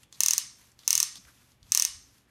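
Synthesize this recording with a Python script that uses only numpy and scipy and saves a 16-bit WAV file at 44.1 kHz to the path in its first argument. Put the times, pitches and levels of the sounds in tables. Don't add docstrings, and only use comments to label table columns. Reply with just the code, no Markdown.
import sys
import numpy as np
from scipy import signal
from scipy.fft import rfft, irfft, next_fast_len
from scipy.io import wavfile
from scipy.ndimage import map_coordinates

SR = 44100
rng = np.random.default_rng(int(sys.argv[2]) if len(sys.argv) > 2 else 0)


def pcm_store(signal):
    levels = np.round(np.clip(np.atleast_2d(signal), -1, 1) * 32767)
    wavfile.write(sys.argv[1], SR, levels.astype(np.int16).T)


N = 101430
T = np.arange(N) / SR


def amp(db):
    return 10 ** (np.asarray(db) / 20)


def decay(t, t60):
    return amp(-60 * t / t60)


def unit(x):
    return x / np.sqrt(np.mean(x ** 2) + 1e-30)


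def unit_energy(x):
    return x / (np.linalg.norm(x) + 1e-20)


def along(points, hz):
    point_hz, value = np.transpose(points)
    return np.interp(np.log(hz + 1), np.log(point_hz + 1), value)


def filtered(x, gain):
    size = next_fast_len(len(x) + 4096)
    hz = np.fft.rfftfreq(size, 1 / SR)
    return irfft(rfft(x, size) * gain(hz), size)[:len(x)]


def noise(gain, size):
    return unit(filtered(rng.standard_normal(size), gain))


def hump(centre_hz, width_oct, skirt=0):
    return lambda hz: np.exp(-.5 * (np.log2((hz + 1) / centre_hz) / width_oct) ** 2) + skirt


def treble_limit(hz, top_hz):
    return 1 / (1 + (hz / top_hz) ** 20)


def resonant(table, hz):
    power = 1
    for centre_hz, width_hz, level_db in table:
        power = power + (amp(level_db) ** 2 - 1) / (1 + (2 * (hz - centre_hz) / width_hz) ** 2) ** 2
    return np.sqrt(np.abs(power))


def add(track, start_s, x):
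    i = max(0, round(start_s * SR))
    track[i:i + len(x)] += x[:max(0, len(track) - i)]


def strength(db):
    return amp(db) * np.sqrt(.0036 * SR)


# frequency [Hz], relative level [dB]
AIR_COLOUR = [(20, -11), (40, -10), (60, 1.5), (120, -4), (250, -4), (450, -13.5), (1000, -17),
              (3000, -20.5), (7000, -31.5), (13000, -33.5), (16000, -50)]
AIR_DB, HUM_HZ, HUM_DB = -67.5, 120.5, -73


def room_tone():
    air = amp(AIR_DB) * noise(lambda hz: amp(along(AIR_COLOUR, hz)), N)
    hum = amp(HUM_DB) * np.sqrt(2) * np.sin(2 * np.pi * HUM_HZ * T)
    return air + hum


# frequency [Hz], t60 [s]
ROOM_DECAY = [(200, 0.28), (1200, 0.42), (3500, 0.38), (6000, 0.49), (9000, 0.38), (15000, 0.087)]


def room_tail(gain):
    hz, t, spectrum = signal.stft(noise(gain, size=SR * 3 // 4), SR, nperseg=256)
    fade = decay(t, along(ROOM_DECAY, hz)[:, None])
    tail = signal.istft(spectrum * fade, SR, nperseg=256)[1]
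    build_up = 1 - np.exp(-T[:len(tail)] / 0.0013)
    return unit_energy(tail * build_up)


HANDLING_TOP_HZ = 13600


def swells(rows, width_oct, skirt=0):
    out = np.zeros(N)
    for centre_s, length_s, level_db, pitch_hz in rows:
        shape = np.exp(-2 * ((T - centre_s) / length_s) ** 2)
        colour = hump(pitch_hz, width_oct, skirt)
        rustle = noise(lambda hz: colour(hz) * treble_limit(hz, HANDLING_TOP_HZ), N)
        out += amp(level_db) * np.linalg.norm(shape) * unit_energy(shape * rustle)
    return out


# centre_s [s], length_s from centre to 13 % [s], level_db [dB], pitch_hz [Hz]
NUDGES = [(.22, 0.09, -64, 126), (.455, 0.024, -61, 178), (.62, 0.056, -71, 70), (.98, 0.11, -61, 110),
          (1.18, 0.042, -62.5, 205), (1.26, .06, -63.5, 74.4), (1.64, 0.025, -57, 68.7),
          (1.71, .05, -59, 117), (1.95, 0.096, -59.5, 57.5), (2.12, 0.067, -66, 70)]


def mat_bumps():
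    return swells(NUDGES, width_oct=0.51)


# time_s [s], level_db [dB]
SLIDE_COURSE = [(0, -68), (.04, -62.5), (.07, -93), (.11, -77), (.17, -60), (.5, -70.5), (.62, -61),
                (.71, -67), (.755, -76.5), (.83, -62), (1.3, -65), (1.42, -64.5), (1.52, -67),
                (1.59, -82.5), (1.68, -63.5), (2.1, -67), (2.19, -65.5), (2.27, -82.5)]
# frequency [Hz], relative level [dB]
SLIDE_COLOUR = [(300, -24), (1000, 3), (2500, 2), (4500, 2), (6500, 3), (8500, -1.5), (13000, 2),
                (14500, -12.5)]


def sliding(rough_db=1.35, grain_rate_hz=200):
    grain = map_coordinates(rng.standard_normal(2048), [T * grain_rate_hz], mode="wrap")
    level_db = np.interp(T, *np.transpose(SLIDE_COURSE)) + rough_db * grain
    slide = amp(level_db) * noise(lambda hz: amp(along(SLIDE_COLOUR, hz)), N)
    return filtered(slide, lambda hz: treble_limit(hz, HANDLING_TOP_HZ))


# centre_s [s], length_s from centre to 13 % [s], level_db [dB], pitch_hz [Hz]
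WOOD_RUBS = [(.149, 0.025, -57, 4440), (.192, 0.019, -69, 5960), (.62, 0.027, -70, 2200),
             (.808, 0.022, -61, 3970), (.862, 0.022, -57.5, 5000), (1.172, 0.016, -48.5, 4700),
             (1.287, 0.028, -57, 1500), (1.375, 0.011, -69, 3030), (1.42, 0.029, -70.5, 1400),
             (1.703, 0.022, -62, 5950), (2.295, 0.025, -70, 1630)]


def rubs():
    return swells(WOOD_RUBS, width_oct=0.33, skirt=amp(-13))


# start_s [s], level_db of the tick itself [dB], pitch_hz [Hz]
LEVER_TICKS = [(.0322, -56, 6600), (0.033, -54, 2700), (.126, -44.5, 5780), (.718, -60.5, 6500),
               (0.791, -50, 4870), (0.834, -55, 3570), (1.1559, -42, 4900), (1.156, -59, 610),
               (1.251, -57, 2000), (1.42, -62, 1644), (1.519, -61.5, 5000), (1.629, -55, 4540),
               (1.645, -67, 4200), (1.667, -63, 3850)]
# centre_hz [Hz], width_hz [Hz], level_db [dB]
LEVER_MODES = [(3400, 380, 10), (4370, 220, 4), (5300, 400, -2), (6850, 540, 1.5), (9300, 630, 4)]
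LEVER_TOP_HZ, TICK_WIDTH_OCT, TICK_SKIRT_DB = 13000, .4, -10.5
TICK_T60_S, RATTLE_T60_S = .016, 0.099
RATTLE_DB, TICK_ROOM_DB = -7, -10


def ticks():
    out, t = np.zeros(N), T[:SR // 10]
    for start_s, level_db, pitch_hz in LEVER_TICKS:
        band = hump(pitch_hz, TICK_WIDTH_OCT, amp(TICK_SKIRT_DB))
        colour = lambda hz: band(hz) * resonant(LEVER_MODES, hz) * treble_limit(hz, LEVER_TOP_HZ)
        tick = unit_energy(noise(colour, len(t)) * decay(t, TICK_T60_S))
        grains = rng.standard_normal(len(t)) * (rng.random(len(t)) < .02)
        rattle = unit_energy(filtered(grains * decay(t, RATTLE_T60_S), colour))
        add(out, start_s, strength(level_db) * (tick + amp(RATTLE_DB) * rattle))
        add(out, start_s, strength(level_db + TICK_ROOM_DB) * room_tail(colour))
    return out


# centre_hz [Hz], width_hz [Hz], level_db [dB]
FRAME_MODES = [(984, 150, 7), (1153, 160, 9), (1860, 110, 7.5), (2157, 230, 5.5), (2630, 170, 2),
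               (2922, 24, 9), (4010, 150, -3), (4630, 110, 2.5), (5240, 400, 6.5), (5670, 400, 6),
               (6270, 270, 11.5), (6900, 57, 6.5), (7320, 52, 6.5), (8660, 630, 6.5)]
# frequency [Hz], relative level [dB]
FRAME_SLOPE = [(100, -31), (400, -36), (750, -18), (1400, -8), (2000, -5.5), (4000, 2.5), (6000, 0.5),
               (9500, -0.5), (12000, -0.5), (15500, -12)]


def frame_gain(hz):
    return amp(along(FRAME_SLOPE, hz)) * resonant(FRAME_MODES, hz)


SHIVER_HOLD = 2.7


def shiver():
    t = T[:SR // 5]
    ring = np.zeros(len(t))
    for hz, width_hz, level_db in FRAME_MODES:
        mode_db = level_db + along(FRAME_SLOPE, hz) + 2 * rng.standard_normal()
        fade = np.exp(-np.pi * width_hz * t / SHIVER_HOLD)
        ring += amp(mode_db) * width_hz * fade * np.sin(2 * np.pi * (hz * t + rng.random()))
    return unit_energy(ring * (1 - np.exp(-t / 0.00099)))


# frequency [Hz], relative level [dB], t60 [s]
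PAWL_MODES = [(1005, -32.5, 0.011), (2687, -24.5, .014), (4250, -19, 0.012), (5460, -3.5, 0.0029),
              (6027, 2.5, 0.0038), (6616, -2, .0068), (7205, -8.5, .005), (8730, -6, 0.0035),
              (10500, -9, 0.0035), (10830, -10.5, 0.0032), (13300, -7, 0.0016), (15700, -13, 0.0019)]
# frequency [Hz], relative level [dB]
CRACK_COLOUR = [(300, -36), (1500, -29), (3000, -10), (6000, -2.5), (9000, -1), (14000, 0), (16500, -14.5)]
PAWL_REFERENCE_HZ, ATTACK_S, MODE_SCATTER_DB = 6350, .00005, 0.2
CRACK_S, CRACK_DB = 0.0021, -11.0206
KNOCK_HZ, KNOCK_T60_S, KNOCK_BASE_DB = 560, 0.0013, -44.4748


def snap(pitch_hz, knock_db):
    t = T[:1024]
    ring = np.zeros(len(t))
    for k, (mode_hz, mode_db, t60) in enumerate(PAWL_MODES):
        level = amp(mode_db + MODE_SCATTER_DB * rng.standard_normal())
        tone = np.sin(2 * np.pi * mode_hz * pitch_hz / PAWL_REFERENCE_HZ * t)
        ring += (-1) ** k * level * decay(t, t60) * tone
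    ring *= 1 - np.exp(-t / ATTACK_S)
    crack = noise(lambda hz: amp(along(CRACK_COLOUR, hz)), len(t)) * np.exp(-(t / CRACK_S) ** 2)
    knock = amp(KNOCK_BASE_DB + knock_db) * np.sin(2 * np.pi * KNOCK_HZ * t) * decay(t, KNOCK_T60_S)
    return unit_energy(unit_energy(ring) + amp(CRACK_DB) * unit_energy(crack) + knock)


# start_s [s], level_db [dB], pitch_hz [Hz], knock_db above its base [dB]
TOOTH_DROPS = [(0.2055, -15.5, 6430, 14), (0.2346, -16, 6310, -11), (0.2612, -16.5, 6200, -8),
               (0.2841, -16, 6320, -1), (0.3082, -16.5, 6380, -15), (0.3343, -18, 6020, -13.5),
               (.38, -16.5, 6340, -14), (0.8778, -15, 6290, 12.5), (.906, -14.5, 6240, 8),
               (0.9292, -16.5, 6100, -0.5), (0.9529, -16, 6280, 10.5), (0.9779, -18, 6520, -0.5),
               (1.0019, -16.5, 6050, -1.5), (1.0288, -17.5, 6140, -11.5), (1.7204, -15.9, 6120, 10.5),
               (1.7488, -15.5, 6210, 3.5), (1.7744, -15.5, 6140, -10), (1.7976, -16.5, 6070, -12),
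               (1.8225, -16.5, 6230, 2.5), (1.8503, -18.1, 6160, 1)]
# delay_s [s], level_db [dB]
NEAR_ECHOES = [(.0018, -10.5), (.0054, -16.5), (.0119, -26), (.0138, -26.5), (.019, -30)]
SHIVER_DB, ROOM_DB = -14, -10
ROOM_ALIKE = .68


def ratchet():
    out, common = np.zeros(N), room_tail(frame_gain)
    for start_s, level_db, pitch_hz, knock_db in TOOTH_DROPS:
        click = strength(level_db) * snap(pitch_hz, knock_db)
        add(out, start_s, click)
        for delay_s, echo_db in NEAR_ECHOES:
            add(out, start_s + delay_s, amp(echo_db) * click)
        add(out, start_s, strength(level_db + SHIVER_DB) * shiver())
        tail = ROOM_ALIKE * common + np.sqrt(1 - ROOM_ALIKE ** 2) * room_tail(frame_gain)
        add(out, start_s, strength(level_db + ROOM_DB) * tail)
    return out


def scene():
    handling = mat_bumps() + sliding() + rubs()
    return (room_tone() + handling + ticks() + ratchet())[None]


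def record(dry):
    return filtered(dry[0], lambda hz: 1 / np.sqrt(1 + (hz / 16450) ** 120))[None]


dry = scene()
out = record(dry)
pcm_store(out)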